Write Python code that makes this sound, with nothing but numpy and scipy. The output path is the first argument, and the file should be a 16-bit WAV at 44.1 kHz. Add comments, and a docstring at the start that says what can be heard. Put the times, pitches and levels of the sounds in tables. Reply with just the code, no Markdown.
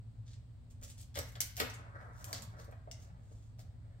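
"""A small hard-walled room with a wavering low hum, where kittens play.
One paws and bites a foil bow: filtered noise bursts snap, swells of random clicks rustle.
Another bats a plastic track toy: noise bursts ring its shell, loudest near 1.2 and 1.6 s,
and its ball rolls on as filtered bumps that fade. Damped low sines make low thuds and, at
2.476 s, a brief swell of the hum. Decaying noise makes the reflections of foil and toy."""
import sys
import numpy as np
from scipy import signal
from scipy.fft import rfft, irfft
from scipy.io import wavfile

SR = 44100
rng = np.random.default_rng(int(sys.argv[2]) if len(sys.argv) > 2 else 0)


def transcribe(u):
    """Save the signal u as a 16-bit wav file named by the first command-line argument.

    u: samples, shape (n,) or (channels, n), limited to [-1, 1]; the rate is SR.
    q: integer samples, one column per channel.
    """
    v = np.clip(np.atleast_2d(u).T, -1, 1)
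    q = np.round(v * 32767).astype(np.int16)
    wavfile.write(sys.argv[1], SR, q)


N = 176400
T = np.arange(N) / SR
HZ = np.fft.rfftfreq(4096, 1 / SR) + 1  # filter design axis, offset to avoid log 0
FULL_HZ = np.fft.rfftfreq(N, 1 / SR)


def amp(db):
    """Decibels to gain."""
    return 10 ** (np.asarray(db) / 20)


def evened(x):
    """Scales to rms 1."""
    return x / np.sqrt(np.mean(x ** 2) + 1e-20)


def read(points, hz):
    """Interpolates (frequency, value) points on a log-frequency axis."""
    f, value = np.transpose(points)
    return np.interp(np.log(hz + 1), np.log(f), value)


def bump(octaves, width):
    """Gaussian peak of height 1, read some octaves from its centre."""
    return np.exp(-.5 * (octaves / width) ** 2)


def add(mix, start_s, sound):
    """Mixes a sound in at a time, cut off at the end of the mix."""
    start = max(round(start_s * SR), 0)
    part = mix[..., start:][..., :sound.shape[-1]]
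    part += sound[..., :part.shape[-1]]


def colour(x, db):
    """Minimum-phase filter of unit energy, with its spectral shape in dB along HZ."""
    log_gain = np.log(amp(np.r_[db, db[-2:0:-1]]))
    spectrum = np.exp(np.conj(signal.hilbert(log_gain)))
    taps = np.fft.ifft(spectrum).real[:len(db)]
    return signal.fftconvolve(x, taps / np.linalg.norm(taps))


def wander(rate_hz):
    """Slow random fluctuation of rms 1: noise under a Gaussian low-pass."""
    lowpass = np.exp(-(FULL_HZ / rate_hz) ** 2)
    return evened(irfft(rfft(rng.standard_normal(N)) * lowpass, N))


def grains(per_s, spread_db):
    """Random clicks of uneven size and random sign, rms 1."""
    size = amp(spread_db * np.minimum(rng.exponential(1, N), 4))
    sign = rng.choice([-1, 1], N)
    return evened(size * sign * (rng.random(N) < per_s / SR))


def burst(decay_s):
    """Flurry of tiny contacts: noise under an exponential decay."""
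    t = T[:SR // 8]
    fade = np.exp(-t / decay_s)
    fade_rms = np.sqrt(np.mean(fade ** 2))
    return evened(rng.standard_normal(len(t)) * fade) * fade_rms


def panned(x, db):
    """Mono to stereo with a left-minus-right level difference."""
    return amp([[db / 2], [-db / 2]]) * x


# likeness of diffuse sound at two ports: (frequency [Hz], correlation [-])
PORT_LIKENESS = [(30, 0.72), (120, 0.89), (300, 0.27), (600, 0.6), (1200, 0), (8000, 0.06)]


def diffuse(n):
    """White noise from all sides: two channels with frequency-dependent correlation."""
    a, b = rfft(rng.standard_normal((2, n)))
    same = np.clip(read(PORT_LIKENESS, np.fft.rfftfreq(n, 1 / SR)), -1, 1)
    return irfft(np.array([a, same * a + np.sqrt(1 - same ** 2) * b]), n)


def direct(x, lead_s):
    """Straight path, which reaches the right port a little later than the left."""
    delay = np.exp(-2j * np.pi * FULL_HZ * lead_s)
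    return np.array([x[0], irfft(rfft(x[1]) * delay, N)])


EARLY_S, EARLY_DB = 0.012, -2.5  # decay and level of scatter from near walls and floor
ROOM_GAP_S = 0.0021  # reflections fade in over 0.5 to 1.5 of this gap
# reverberation time: (frequency [Hz], t60 [s])
ROOM_DECAY = [(100, 0.358), (500, 0.34), (1500, 0.65), (4000, 0.42), (8000, 0.26), (15000, 0.27)]


def room(x, wet_db):
    """Convolves with near reflections and a tail that decays at its own rate per frequency."""
    hz, t, z = signal.stft(diffuse(SR // 2), SR, nperseg=256)
    decay = amp(-60 * t / read(ROOM_DECAY, hz)[:, None])
    tail = signal.istft(z * decay, SR, nperseg=256)[1]
    t = T[:tail.shape[1]]
    early = diffuse(len(t)) * np.exp(-t / EARLY_S)
    onset = np.clip(t / ROOM_GAP_S - .5, 0, 1)
    echoes = amp(wet_db) * evened(tail * onset) + amp(EARLY_DB) * evened(early * onset)
    return signal.fftconvolve(x, echoes / np.sqrt(len(t)), axes=1)[:, :N]


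AIR_DB = -53
HUM_WAVER_DB, HUM_DRIFT_HZ = 3, 0.62  # rms
# spectral shape of rumble and hiss: (frequency [Hz], level [dB])
AIR_SPECTRUM = [(15, -35), (35, -1.5), (55, -0.5), (95, 4.5), (115, 5), (135, -5.5), (190, -15.5),
                (260, -16.5), (350, -27), (600, -28.5), (1200, -35.5), (2500, -41.5), (4500, -41.5),
                (6000, -50.5), (8400, -41.5), (9800, -62.5), (16000, -54)]
# motor tones: (frequency [Hz], level [dB])
HUM_TONES = [(57.5, -65), (109, -59.5), (119.5, -61), (165, -74.5), (240, -78.5)]


def room_hum():
    """Motor tones wavering in level and pitch, in low rumble with faint hiss above."""
    air = irfft(rfft(diffuse(N)) * amp(read(AIR_SPECTRUM, FULL_HZ)), N)
    hum = amp(AIR_DB) * evened(air)
    for hz, db in HUM_TONES:
        level = amp(db + HUM_WAVER_DB * wander(rate_hz=1.34))
        pitch_hz = hz + HUM_DRIFT_HZ * wander(rate_hz=3.18)
        hum += level * np.sqrt(2) * np.sin(2 * np.pi * np.cumsum(pitch_hz) / SR)
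    return hum


LOW_RISE_S, LOW_DECAY_S = 0.0056, 0.037
# low thuds, and at 2.476 s a brief swell of the hum near 110 Hz: (time [s], level [dB], pitch [Hz])
LOW_PULSES = [(1.172, -36, 82.3), (1.606, -41, 80), (2.339, -54.5, 250), (2.408, -52, 219.4),
              (2.476, -38, 109.5), (2.906, -63.5, 260), (3.113, -51.5, 170.6)]


def low_thuds_and_swell():
    """Each thud or hum swell gives a few damped low cycles."""
    out, t = np.zeros(N), T[:SR // 2]
    envelope = np.minimum(t / LOW_RISE_S, 1) * np.exp(-t / LOW_DECAY_S)
    for start_s, db, hz in LOW_PULSES:
        add(out, start_s, amp(db) * np.sin(2 * np.pi * hz * t) * envelope)
    return out


BUMPS_PER_S, BUMP_SPREAD_DB = 450, 2.5
ROLL_WAVER_DB, ROLL_PATCH_DB = 1, 3  # rms, overall and per band
ROLL_RING_DB, ROLL_RING_OCTAVES = 5.5, 0.19
HALF_OCTAVES = np.arange(7, 14, .5)  # band centres [log2 Hz]
# rolling ball: (time [s], level [dB], track resonance [Hz])
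ROLL_PATH = [(1.62, -65, 1480), (1.72, -62, 990), (1.87, -63, 910), (1.97, -60, 1370), (2.021, -57.5, 1760),
             (2.121, -64, 1140), (2.22, -63, 1570), (2.31, -58, 810), (2.48, -69, 970), (2.58, -59.5, 1380),
             (2.75, -73, 670), (2.839, -80, 600), (2.97, -72, 740), (3.5, -84, 596), (4, -77.5, 603)]
# spectral shape of the track: (frequency [Hz], level [dB])
TRACK_SPECTRUM = [(120, -5.5), (220, 4), (360, -3.5), (450, 2), (600, 5), (800, 0.5), (1800, -2),
                  (2200, -9), (2800, -30.5), (6000, -27), (12000, -39)]


def rolling_ball():
    """Small bumps excite the track, whose resonance moves as the ball rolls."""
    s, db, hz = np.transpose(ROLL_PATH)
    clicks = grains(BUMPS_PER_S, BUMP_SPREAD_DB)
    bumps = rfft(colour(clicks, read(TRACK_SPECTRUM, HZ))[:N])
    octave, centre = np.log2(FULL_HZ + 1), np.interp(T, s, np.log2(hz))
    ball = np.zeros(N)
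    for k in HALF_OCTAVES:
        band = irfft(bumps * np.maximum(1 - 2 * abs(octave - k), 0), N)
        ring_db = ROLL_RING_DB * bump(centre - k, ROLL_RING_OCTAVES)
        ball += band * amp(ROLL_PATCH_DB * wander(rate_hz=8.6) + ring_db)
    level_db = np.interp(T, s, db) + ROLL_WAVER_DB * wander(rate_hz=20.5)
    return (T > s[0]) * evened(ball) * amp(level_db)


TILT_FROM_HZ = 760
HOLLOW_DB, HOLLOW_OCTAVES = 8.5, 0.21  # hollow ring of the struck spot
MODES_DB = -49  # gain of the shell modes
TOY_WET_DB, TOY_LEAD_S, TOY_PAN_DB = -3, 0.00037, .5
# knocks and scuffs: (time [s], level [dB], contact decay [s], tilt [dB/octave], hollow ring [Hz])
TOY_KNOCKS = [(0.819, -64, 0.04, -4.5, 570), (1.157, -44, 0.0082, -2.5, 550), (1.172, -38, 0.0082, -1, 540),
              (1.191, -36.5, 0.0041, -6.5, 528), (1.357, -50.5, 0.011, -2.5, 510),
              (1.424, -47, 0.0094, 2, 560), (1.575, -46, 0.04, 2, 695), (1.6004, -22.5, 0.0025, -1, 510),
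              (1.614, -35, 0.011, -6.5, 474), (2.006, -63, 0.017, -4, 560), (2.2, -53.5, 0.0068, -9.5, 600),
              (2.322, -50, 0.0098, -10.5, 640), (2.681, -52.5, 0.011, -15.5, 560),
              (2.723, -53.5, 0.0063, -6.5, 646), (2.874, -47.5, 0.0033, -17, 653),
              (3.101, -57.5, 0.0038, -10, 765), (3.314, -55, 0.0039, -13, 455),
              (3.59, -54.5, 0.0023, -7.5, 660)]
# spectral shape of the plastic shell: (frequency [Hz], level [dB])
SHELL_SPECTRUM = [(100, -22.5), (240, -4.5), (330, -9.5), (460, -1.5), (760, -2.5), (1050, -4.5), (1400, 2),
                  (2000, -0.5), (2700, -4), (5500, -8.5), (10000, -16), (13000, -7), (16000, -21)]
# ringing modes of the shell: (frequency [Hz], relative level [dB], t60 [s])
SHELL_RINGS = [(253, 3, 0.12), (1595, -16, .14), (1680, -9, 0.13), (1918, -3, 0.11), (2153, 0.5, 0.065)]


def track_toy():
    """Knocks ring a plastic shell, each with its own hollow note; the ball rolls in it."""
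    drive, t = np.zeros(N), T[:SR // 2]
    for start_s, db, contact_s, tilt_db, hz in TOY_KNOCKS:
        tilt = tilt_db * np.log2(np.maximum(HZ, TILT_FROM_HZ))
        hollow = HOLLOW_DB * bump(np.log2(HZ / hz), HOLLOW_OCTAVES)
        shape = read(SHELL_SPECTRUM, HZ) + tilt + hollow
        add(drive, start_s, amp(db) * colour(burst(contact_s), shape))
    ring = sum(amp(db - 60 * t / t60) * np.cos(2 * np.pi * hz * t) for hz, db, t60 in SHELL_RINGS)
    ringing = amp(MODES_DB) * signal.fftconvolve(drive, ring)[:N]
    shell = panned(drive + ringing + rolling_ball(), TOY_PAN_DB)
    return direct(shell, TOY_LEAD_S) + room(shell, TOY_WET_DB)


RING_DB, RING_OCTAVES, TREBLE_HZ = 7, 0.79, 9430
LOOP_OCTAVES = 0.073  # width of the narrow modes
# spectral shape of foil: (frequency [Hz], level [dB])
FOIL_SPECTRUM = [(300, -8), (1050, -14.5), (1700, -9), (4000, -4), (8500, 1.5), (10000, -6.5),
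                 (12000, -0.5), (16000, -5)]
# narrow modes of a foil loop: (multiple of ring pitch [-], level [dB])
FOIL_LOOP_MODES = [(.25, 7.5), (.36, 10), (.475, 7.5), (.82, -0.5), (1, 6)]


def facet(hz, treble_db):
    """Spectrum of one foil loop: a broad ring, its narrow modes and a treble shelf."""
    shelf = treble_db / (1 + (TREBLE_HZ / HZ) ** 12)
    ring = RING_DB * bump(np.log2(HZ / hz), RING_OCTAVES)
    modes = sum(db * bump(np.log2(HZ / (hz * ratio)), LOOP_OCTAVES) for ratio, db in FOIL_LOOP_MODES)
    return read(FOIL_SPECTRUM, HZ) + ring + modes + shelf


SNAP_DECAY_S = 0.00092
RUSTLE_PEAK = 0.5  # fraction of the rustle's length
CREASE_OCTAVES = 0.33  # largest pitch shift of a loop, up or down
# foil snaps: (time [s], level [dB], ring pitch [Hz], top treble [dB], left-right [dB])
FOIL_SNAPS = [(1.0123, -54.5, 7600, 8, 16), (1.1559, -38, 3370, -10, 13.5), (1.1892, -28.5, 5700, 4, -2.5),
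              (1.355, -44, 3300, -36, 2), (1.405, -23, 6020, -1, 9.5), (1.4075, -22, 6700, 8.5, -8),
              (1.416, -30, 12400, -14, -7), (1.7, -40.5, 5870, -6, -2), (1.741, -46.5, 7130, -5, 3),
              (2.2433, -33.5, 6860, 5, 2), (2.3297, -28, 4560, -1.5, 3.5), (2.349, -38, 4080, -31, -12),
              (2.4218, -50, 7200, -4, -27), (2.645, -53.5, 10000, -4, 0), (2.7118, -56, 8400, 3, -1),
              (2.9132, -35.5, 5820, -13, 1), (3.5929, -51.5, 4580, -2, 5)]
# rustles of foil and paws: (time [s], length [s], level [dB], centre [Hz], top treble [dB])
FOIL_RUSTLES = [(0.257, 0.11, -66, 4260, -19), (0.7, 0.029, -66, 8250, -7), (0.81, 0.052, -55, 6830, -4),
                (0.87, 0.057, -57.5, 8150, -9), (0.971, 0.063, -55.5, 8000, -9),
                (1.138, 0.087, -51.5, 4050, -6), (1.212, 0.15, -65.5, 6860, 2),
                (1.552, 0.075, -47.5, 5770, 3), (1.589, 0.034, -41, 3580, -42),
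                (1.732, 0.023, -54.5, 7900, -11), (2.126, 0.15, -67, 6800, -3), (2.248, 0.16, -60, 6700, 0),
                (2.33, 0.065, -55.5, 4240, -27), (2.407, 0.039, -58, 7000, 3),
                (2.563, 0.097, -65.5, 4620, -5), (2.962, 0.12, -69.5, 5940, -6.5),
                (3.197, 0.33, -76.5, 7800, -11.5), (3.578, 0.046, -66, 4580, -3)]


def crinkles(loops):
    """Foil loops buckle in snaps, and rustle in swells of creases, each loop at its own pitch."""
    out = np.zeros((2, N))
    for start_s, db, hz, treble_db, pan_db in FOIL_SNAPS:
        snap = amp(db) * colour(burst(SNAP_DECAY_S), facet(hz, treble_db))
        add(out, start_s, panned(snap, pan_db))
    for start_s, length_s, db, hz, treble_db in FOIL_RUSTLES:
        creases = loops[:, int(start_s * SR):][:, :int(length_s * SR)]
        parts = evened(creases) / np.sqrt(len(loops))
        swell = np.interp(T[:parts.shape[1]] / length_s, [0, RUSTLE_PEAK, 1], [0, 1, 0]) ** 0.62
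        shifts = CREASE_OCTAVES * (2 * rng.random(len(loops)) - 1)
        for part, shift in zip(parts, shifts):
            rustle = colour(part * swell, facet(hz * 2 ** shift, treble_db))
            add(out, start_s, amp(db) * rustle)
    return out


CREASES_PER_S, CREASE_SPREAD_DB = 100, 2.5  # per loop
CREASE_CLUMP_DB, CLUMP_HZ = 2.5, 90  # shared level fluctuation, rms and rate
FOIL_WET_DB, FOIL_LEAD_S = -2.5, .00006


def foil_bow(directions=3, loop_count=4):
    """Facets colour crinkles differently per direction; all fill the room, one comes straight."""
    clicks = np.array([grains(CREASES_PER_S, CREASE_SPREAD_DB) for _ in range(loop_count)])
    loops = clicks * amp(CREASE_CLUMP_DB * wander(CLUMP_HZ))
    sides = [crinkles(loops) for _ in range(directions)]
    reflected = sum(room(side, FOIL_WET_DB) for side in sides) / np.sqrt(directions)
    return direct(sides[0], FOIL_LEAD_S) + reflected


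def scene():
    """Sum of hum, low thuds and swell, toy and bow."""
    return room_hum() + low_thuds_and_swell() + track_toy() + foil_bow()


def record(dry):
    """Band limit: a linear-phase low-pass."""
    lowpass = signal.firwin(511, 15950, window=("kaiser", 9), fs=SR)  # edge in Hz
    return signal.oaconvolve(dry, lowpass[None], "same")


dry = scene()
out = record(dry)
transcribe(out)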